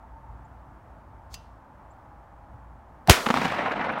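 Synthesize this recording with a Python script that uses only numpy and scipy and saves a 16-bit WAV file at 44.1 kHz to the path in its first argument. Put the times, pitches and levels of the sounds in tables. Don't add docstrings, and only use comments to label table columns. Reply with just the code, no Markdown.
import sys
import numpy as np
from scipy import signal
from scipy.fft import rfft, irfft
from scipy.io import wavfile

SR = 44100
rng = np.random.default_rng(int(sys.argv[2]) if len(sys.argv) > 2 else 0)


def log_audio(samples):
    frames = np.atleast_2d(samples).T
    limited = np.clip(frames, -1, 1)
    pcm = np.round(limited * 32767).astype(np.int16)
    wavfile.write(sys.argv[1], SR, pcm)


N = 176400
TIME = np.arange(N) / SR
SHOT_S = 3.0964


def from_db(db):
    return 10 ** (np.asarray(db) / 20)


def at_hz(points, hz):
    return np.interp(np.log(hz + 1e-9), *np.transpose([(np.log(f), v) for f, v in points]))


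def noise(spectrum):
    gain = from_db(at_hz(spectrum, np.arange(N // 2 + 1) * SR / N))
    return irfft(rfft(rng.standard_normal(N)) * gain, N) * np.sqrt(SR / 2)


def unit_power(x):
    return x / np.sqrt(np.mean(x ** 2) + 1e-20)


def drift(rate_hz, step=40):
    pole = np.exp(-2 * np.pi * rate_hz * step / SR)
    draws = rng.standard_normal((N + SR) // step)
    slow = signal.lfilter([1], [1, -2 * pole, pole * pole], draws)[SR // step:]
    return np.interp(TIME, np.arange(len(slow)) * step / SR, unit_power(slow))


def since(start):
    return np.maximum(TIME - start, 0)


def burst(start, fade, rise=1e-4, hold=0):
    fall = np.exp(-np.minimum(np.log(1000) * since(start + hold) / fade, 50))
    return np.minimum(since(start) / rise, 1) * fall


def ring(start, hz, fade):
    return burst(start, fade) * np.sin(2 * np.pi * hz * since(start))


def bands(spectrum):
    edges = np.geomspace(30, 17000, 19)
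    sources = noise(spectrum), noise(spectrum)
    for k, (low, high) in enumerate(zip(edges, edges[1:])):
        band_pass = signal.butter(2, [low, high], "band", fs=SR, output="sos")
        yield np.sqrt(low * high), signal.sosfilt(band_pass, sources[k % 2])


# frequency in Hz, relative level in dB.
CRACK_TONE = [(150, -24.5), (280, 4.5), (420, -2.5), (700, 3), (1200, -5), (2200, -3.5), (3500, -7),
              (7000, -18.5), (16000, -24.5)]
# pitch in Hz, level in dB, fade time in seconds.
LOW_RINGS = [(420, -7, 0.019), (240, -8, .05)]

def blast():
    crack = from_db(11) * unit_power(noise(CRACK_TONE)) * burst(SHOT_S, fade=0.0072, hold=0.0029)
    suction_s = 3.1004
    start_hz, end_hz, sag_s = 182, 52, 0.0041
    age = since(suction_s)
    cycles = end_hz * age + (start_hz - end_hz) * sag_s * (1 - np.exp(-age / sag_s))
    boom = -from_db(6.5) * burst(suction_s, fade=0.043) * np.sin(2 * np.pi * cycles)
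    ringing = sum(from_db(db) * ring(suction_s, hz, fade) for hz, db, fade in LOW_RINGS)
    return crack + boom + ringing


# start in seconds, level in dB, fade time in seconds.
DRY_TICKS = [(3.0743, -25, 0.0083), (3.078, -36.5, 0.0058)]
# middle in seconds, pitch in Hz, half length in seconds, level in dB.
SWELLS = [(3.0876, 740, 0.003, -11), (3.0874, 173, 0.0037, -20), (3.0942, 170, 0.0065, -14.5)]
# frequency in Hz, relative level in dB.
TICK_TONE = [(200, -7), (800, 4), (2000, -1.5), (4000, -2.5), (6500, -10.5), (16000, -17.5)]
RASP_TONE = [(100, -18.5), (450, 2), (900, 0.5), (2000, -9), (5000, -20.5), (16000, -37.5)]

def blast_onset():
    tick_level = sum(from_db(db) * burst(start, fade, hold=0.0007) for start, db, fade in DRY_TICKS)
    ticks = unit_power(noise(TICK_TONE)) * tick_level
    swells = np.zeros(N)
    for middle, hz, half_length, db in SWELLS:
        offset = TIME - middle
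        swells += from_db(db) * np.exp(-(offset / half_length) ** 2) * np.cos(2 * np.pi * hz * offset)
    rasp_level = from_db(-16.5) * np.exp(-np.abs(TIME - SHOT_S) / 0.0063)
    return ticks + swells + rasp_level * unit_power(noise(RASP_TONE))


# frequency in Hz, relative level in dB.
SPRAY_TONE = [(50, -19), (200, -7.5), (420, 10), (700, 2), (1100, -9.5), (2500, -3), (6000, -5.5),
              (16000, -18.5)]
# frequency in Hz, starting level in dB per Hz.
SCATTER_TONE = [(50, -80), (250, -61), (450, -56), (900, -53.5), (1500, -47.5), (2500, -49), (5000, -58),
                (10000, -64), (16000, -66)]
# frequency in Hz, fade time in seconds.
SCATTER_FADES = [(100, .6), (800, 0.65), (2000, 0.24), (5000, 0.31), (15000, 0.21)]

def clearing():
    rise_s = 0.011
    ground_level = from_db(-3.5) * burst(SHOT_S, fade=0.079, rise=rise_s)
    brush_level = from_db(-39) * burst(SHOT_S, fade=1.0, hold=0.13)
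    spray = (ground_level + brush_level) * unit_power(noise(SPRAY_TONE))
    return spray + sum(band * burst(SHOT_S, at_hz(SCATTER_FADES, hz), rise_s)
                       for hz, band in bands(SCATTER_TONE))


# start in seconds, slap level in dB, thump level in dB, slap fade time in seconds.
TREE_ECHOES = [(3.176, -23.5, -38, .025), (3.205, -24.5, -30, .02), (3.2605, -23, -31, 0.023),
               (3.2636, -16, -43, 0.04), (3.269, -33, -15.5, 0.044), (3.2872, -19, -43, 0.039),
               (3.3028, -11, -12, 0.015), (3.3078, -16, -19, 0.031), (3.3408, -15, -26, 0.031),
               (3.362, -20, -28, 0.035), (3.3719, -16, -19, 0.029), (3.384, -22, -18, 0.02),
               (3.4159, -19.5, -32, .04), (3.43, -23, -29, .04), (3.4469, -22, -36, 0.039),
               (3.454, -20, -44, 0.039), (3.52, -24, -33, 0.034), (3.7175, -30.5, -32, 0.056),
               (3.843, -33, -41, 0.045)]
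# frequency in Hz, relative level in dB.
SLAP_TONE = [(150, -19), (450, 0.5), (800, 5.5), (1400, -1.5), (2200, -5), (4000, -16.5), (7000, -25.5),
             (15000, -44.5)]

def tree_echoes():
    fronts, slap_level, thumps = np.zeros((3, N))
    for start, slap_db, thump_db, fade in TREE_ECHOES:
        fronts += from_db(slap_db + 1.5) * ring(start, hz=960 * rng.uniform(1, 1.4), fade=0.004)
        slap_level += from_db(slap_db) * burst(start, fade, rise=0.00052, hold=0.00052)
        thumps += from_db(thump_db) * ring(start, hz=236 * rng.uniform(1, 1.04), fade=0.038)
    thumps = signal.sosfilt(signal.butter(2, 130, "high", fs=SR, output="sos"), thumps)
    return fronts + slap_level * unit_power(noise(SLAP_TONE)) + thumps


# frequency in Hz, level in dB per Hz.
EDGE_TONE = [(50, -101), (100, -62.5), (160, -57.5), (260, -52), (400, -89), (750, -62.5), (2000, -66.5),
             (5000, -80.5), (10000, -97.5), (16000, -99)]

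def woods_edge():
    echoes = noise(EDGE_TONE) * burst(3.335, fade=0.56, rise=0.015, hold=0.112)
    flutter_db = 2.5 * drift(rate_hz=73)
    return echoes * from_db(flutter_db)


# frequency in Hz, level in dB per Hz.
ROLL_TONE = [(30, -91.5), (60, -81), (130, -68.5), (250, -59.5), (400, -66), (750, -55.5), (1400, -58.5),
             (2200, -60.5), (3500, -70), (5500, -77), (10000, -83), (16000, -85)]
# time in seconds, added level in dB.
ROLL_LEVEL = [(3.15, -28), (3.19, -11), (3.24, -31.5), (3.33, -7.5), (3.38, -8), (3.5, -2.5), (3.62, 1),
              (3.69, 1), (3.76, 0), (3.86, 0.5), (3.94, -0.5), (4.0, -2)]

def deep_woods():
    air_db_per_s_per_khz = 5.5
    level_db = np.interp(TIME, *np.transpose(ROLL_LEVEL)) + 2.1 * drift(rate_hz=70)
    lost_db_per_hz = air_db_per_s_per_khz * since(SHOT_S) / 1000
    roll = np.zeros(N)
    for hz, band in bands(ROLL_TONE):
        flutter_db = 1.8 * drift(rate_hz=40)
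        roll += band * from_db(flutter_db - lost_db_per_hz * hz)
    return roll * from_db(level_db) * (TIME > SHOT_S)


# start in seconds, level in dB, pitch in Hz.
PELLET_TICKS = [(3.703, -60, 10600), (3.828, -59, 11500), (3.861, -59, 9000), (3.923, -55, 10000),
                (3.944, -64, 10500), (3.987, -55, 8000)]

def pellets():
    ticks = np.zeros(N)
    for start, db, hz in PELLET_TICKS:
        hiss = unit_power(noise([(hz / 2, -20), (hz, 0), (hz * 2, -20)]))
        ticks += from_db(db) * burst(start, fade=0.012) * hiss
    return ticks


# start in seconds, level in dB, rise and fade times in seconds.
DISC_SCRAPES = [(1.297, -59, 0.03, 0.083), (1.328, -52, 0.011, 0.017)]
# pitch in Hz, level in dB relative to the snap, fade time in seconds.
ARM_RINGS = [(2720, -16, 0.26), (2730, -25, .18), (2950, -19, 0.22), (4720, -17, 0.083), (4800, -10, 0.13),
             (5010, -12.5, 0.11), (6089, -15, 0.17)]
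# frequency in Hz, relative level in dB.
CONTACT_TONE = [(500, -36), (1500, -8), (2200, -8), (4500, -0.5), (7000, -2.5), (10000, -13.5),
                (16000, -16)]
SNAP_ECHO_TONE = [(1500, -8), (3000, 1), (5000, 0), (8000, -10), (16000, -22)]

def clay_thrower():
    snap_s, snap_db = 1.3412, -36
    scrape_level = sum(from_db(db) * burst(start, fade, rise, hold=rise)
                       for start, db, rise, fade in DISC_SCRAPES)
    snap_level = from_db(snap_db) * burst(snap_s, fade=0.042, hold=0.0013)
    arm = sum(from_db(snap_db + db) * ring(snap_s, hz, fade) for hz, db, fade in ARM_RINGS)
    echo = from_db(-59.5) * unit_power(noise(SNAP_ECHO_TONE)) * burst(snap_s, fade=0.54)
    return (scrape_level + snap_level) * unit_power(noise(CONTACT_TONE)) + arm + echo


# start in seconds, length in seconds, level in dB.
BIRD_CHIRPS = [(.444, .022, -71.5), (1.9, .03, -67)]

def bird():
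    start_hz, top_hz, glide_s = 6400, 7900, 0.013
    chirps = np.zeros(N)
    for start, length, db in BIRD_CHIRPS:
        hz = top_hz + (start_hz - top_hz) * np.exp(-since(start) / glide_s)
        level = from_db(db) * np.sin(np.pi * np.minimum(since(start) / length, 1))
        chirps += level * np.sin(2 * np.pi * np.cumsum(hz) / SR)
    return chirps


# frequency in Hz, level in dB per Hz.
WIND_TONE = [(15, -91), (30, -94.5), (55, -65.5), (80, -73), (120, -76), (200, -93), (500, -110),
             (2000, -140)]
# time in seconds, added level in dB.
WIND_STRENGTH = [(0, -0.5), (.4, 2.5), (.8, 1.5), (1.3, 2), (1.8, -3.5), (2.1, -1), (2.6, 2.5), (3.0, -4.5),
                 (4.0, -5.5)]

def wind():
    level_db = np.interp(TIME, *np.transpose(WIND_STRENGTH))
    gust_db = 2 * drift(rate_hz=5)
    return noise(WIND_TONE) * from_db(level_db + gust_db)


# time in seconds, pitch in Hz, level in dB.
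WHINE_PATH = [(0, 891, -59), (.27, 897, -54), (.55, 862, -64.5), (1.201, 890, -62.5), (1.75, 879.5, -63),
              (2.25, 807, -60.5), (2.75, 876, -59.5), (4.0, 888, -67)]
# frequency in Hz, level in dB per Hz.
RUSH_TONE = [(100, -83.5), (280, -82.5), (420, -91.5), (620, -83), (860, -80.5), (1200, -86), (1700, -94.5),
             (2500, -107), (4000, -117), (7000, -120), (11000, -124), (16000, -125)]

def far_rush():
    times, hz, db = np.transpose(WHINE_PATH)
    phase = 2 * np.pi * np.cumsum(np.interp(TIME, times, hz)) / SR
    whine = drift(rate_hz=22) * np.cos(phase) + drift(rate_hz=22) * np.sin(phase)
    rush = noise(RUSH_TONE) * from_db(0.5 * drift(rate_hz=1.6))
    return rush + whine * from_db(np.interp(TIME, times, db))


def scene():
    shot = blast() + blast_onset()
    echoes = clearing() + tree_echoes() + woods_edge() + deep_woods()
    return (shot + echoes + pellets() + clay_thrower() + bird() + wind() + far_rush())[None]


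def record(dry):
    low_cut_hz, high_cut_hz, largest_swing = 12, 16600, 0.66
    thinned = signal.sosfilt(signal.butter(1, low_cut_hz, "high", fs=SR, output="sos"), dry)
    flattened = thinned / (1 + (thinned / largest_swing) ** 4) ** (1 / 4)
    return signal.sosfilt(signal.cheby2(16, 60, high_cut_hz, fs=SR, output="sos"), flattened)


dry = scene()
out = record(dry)
log_audio(out)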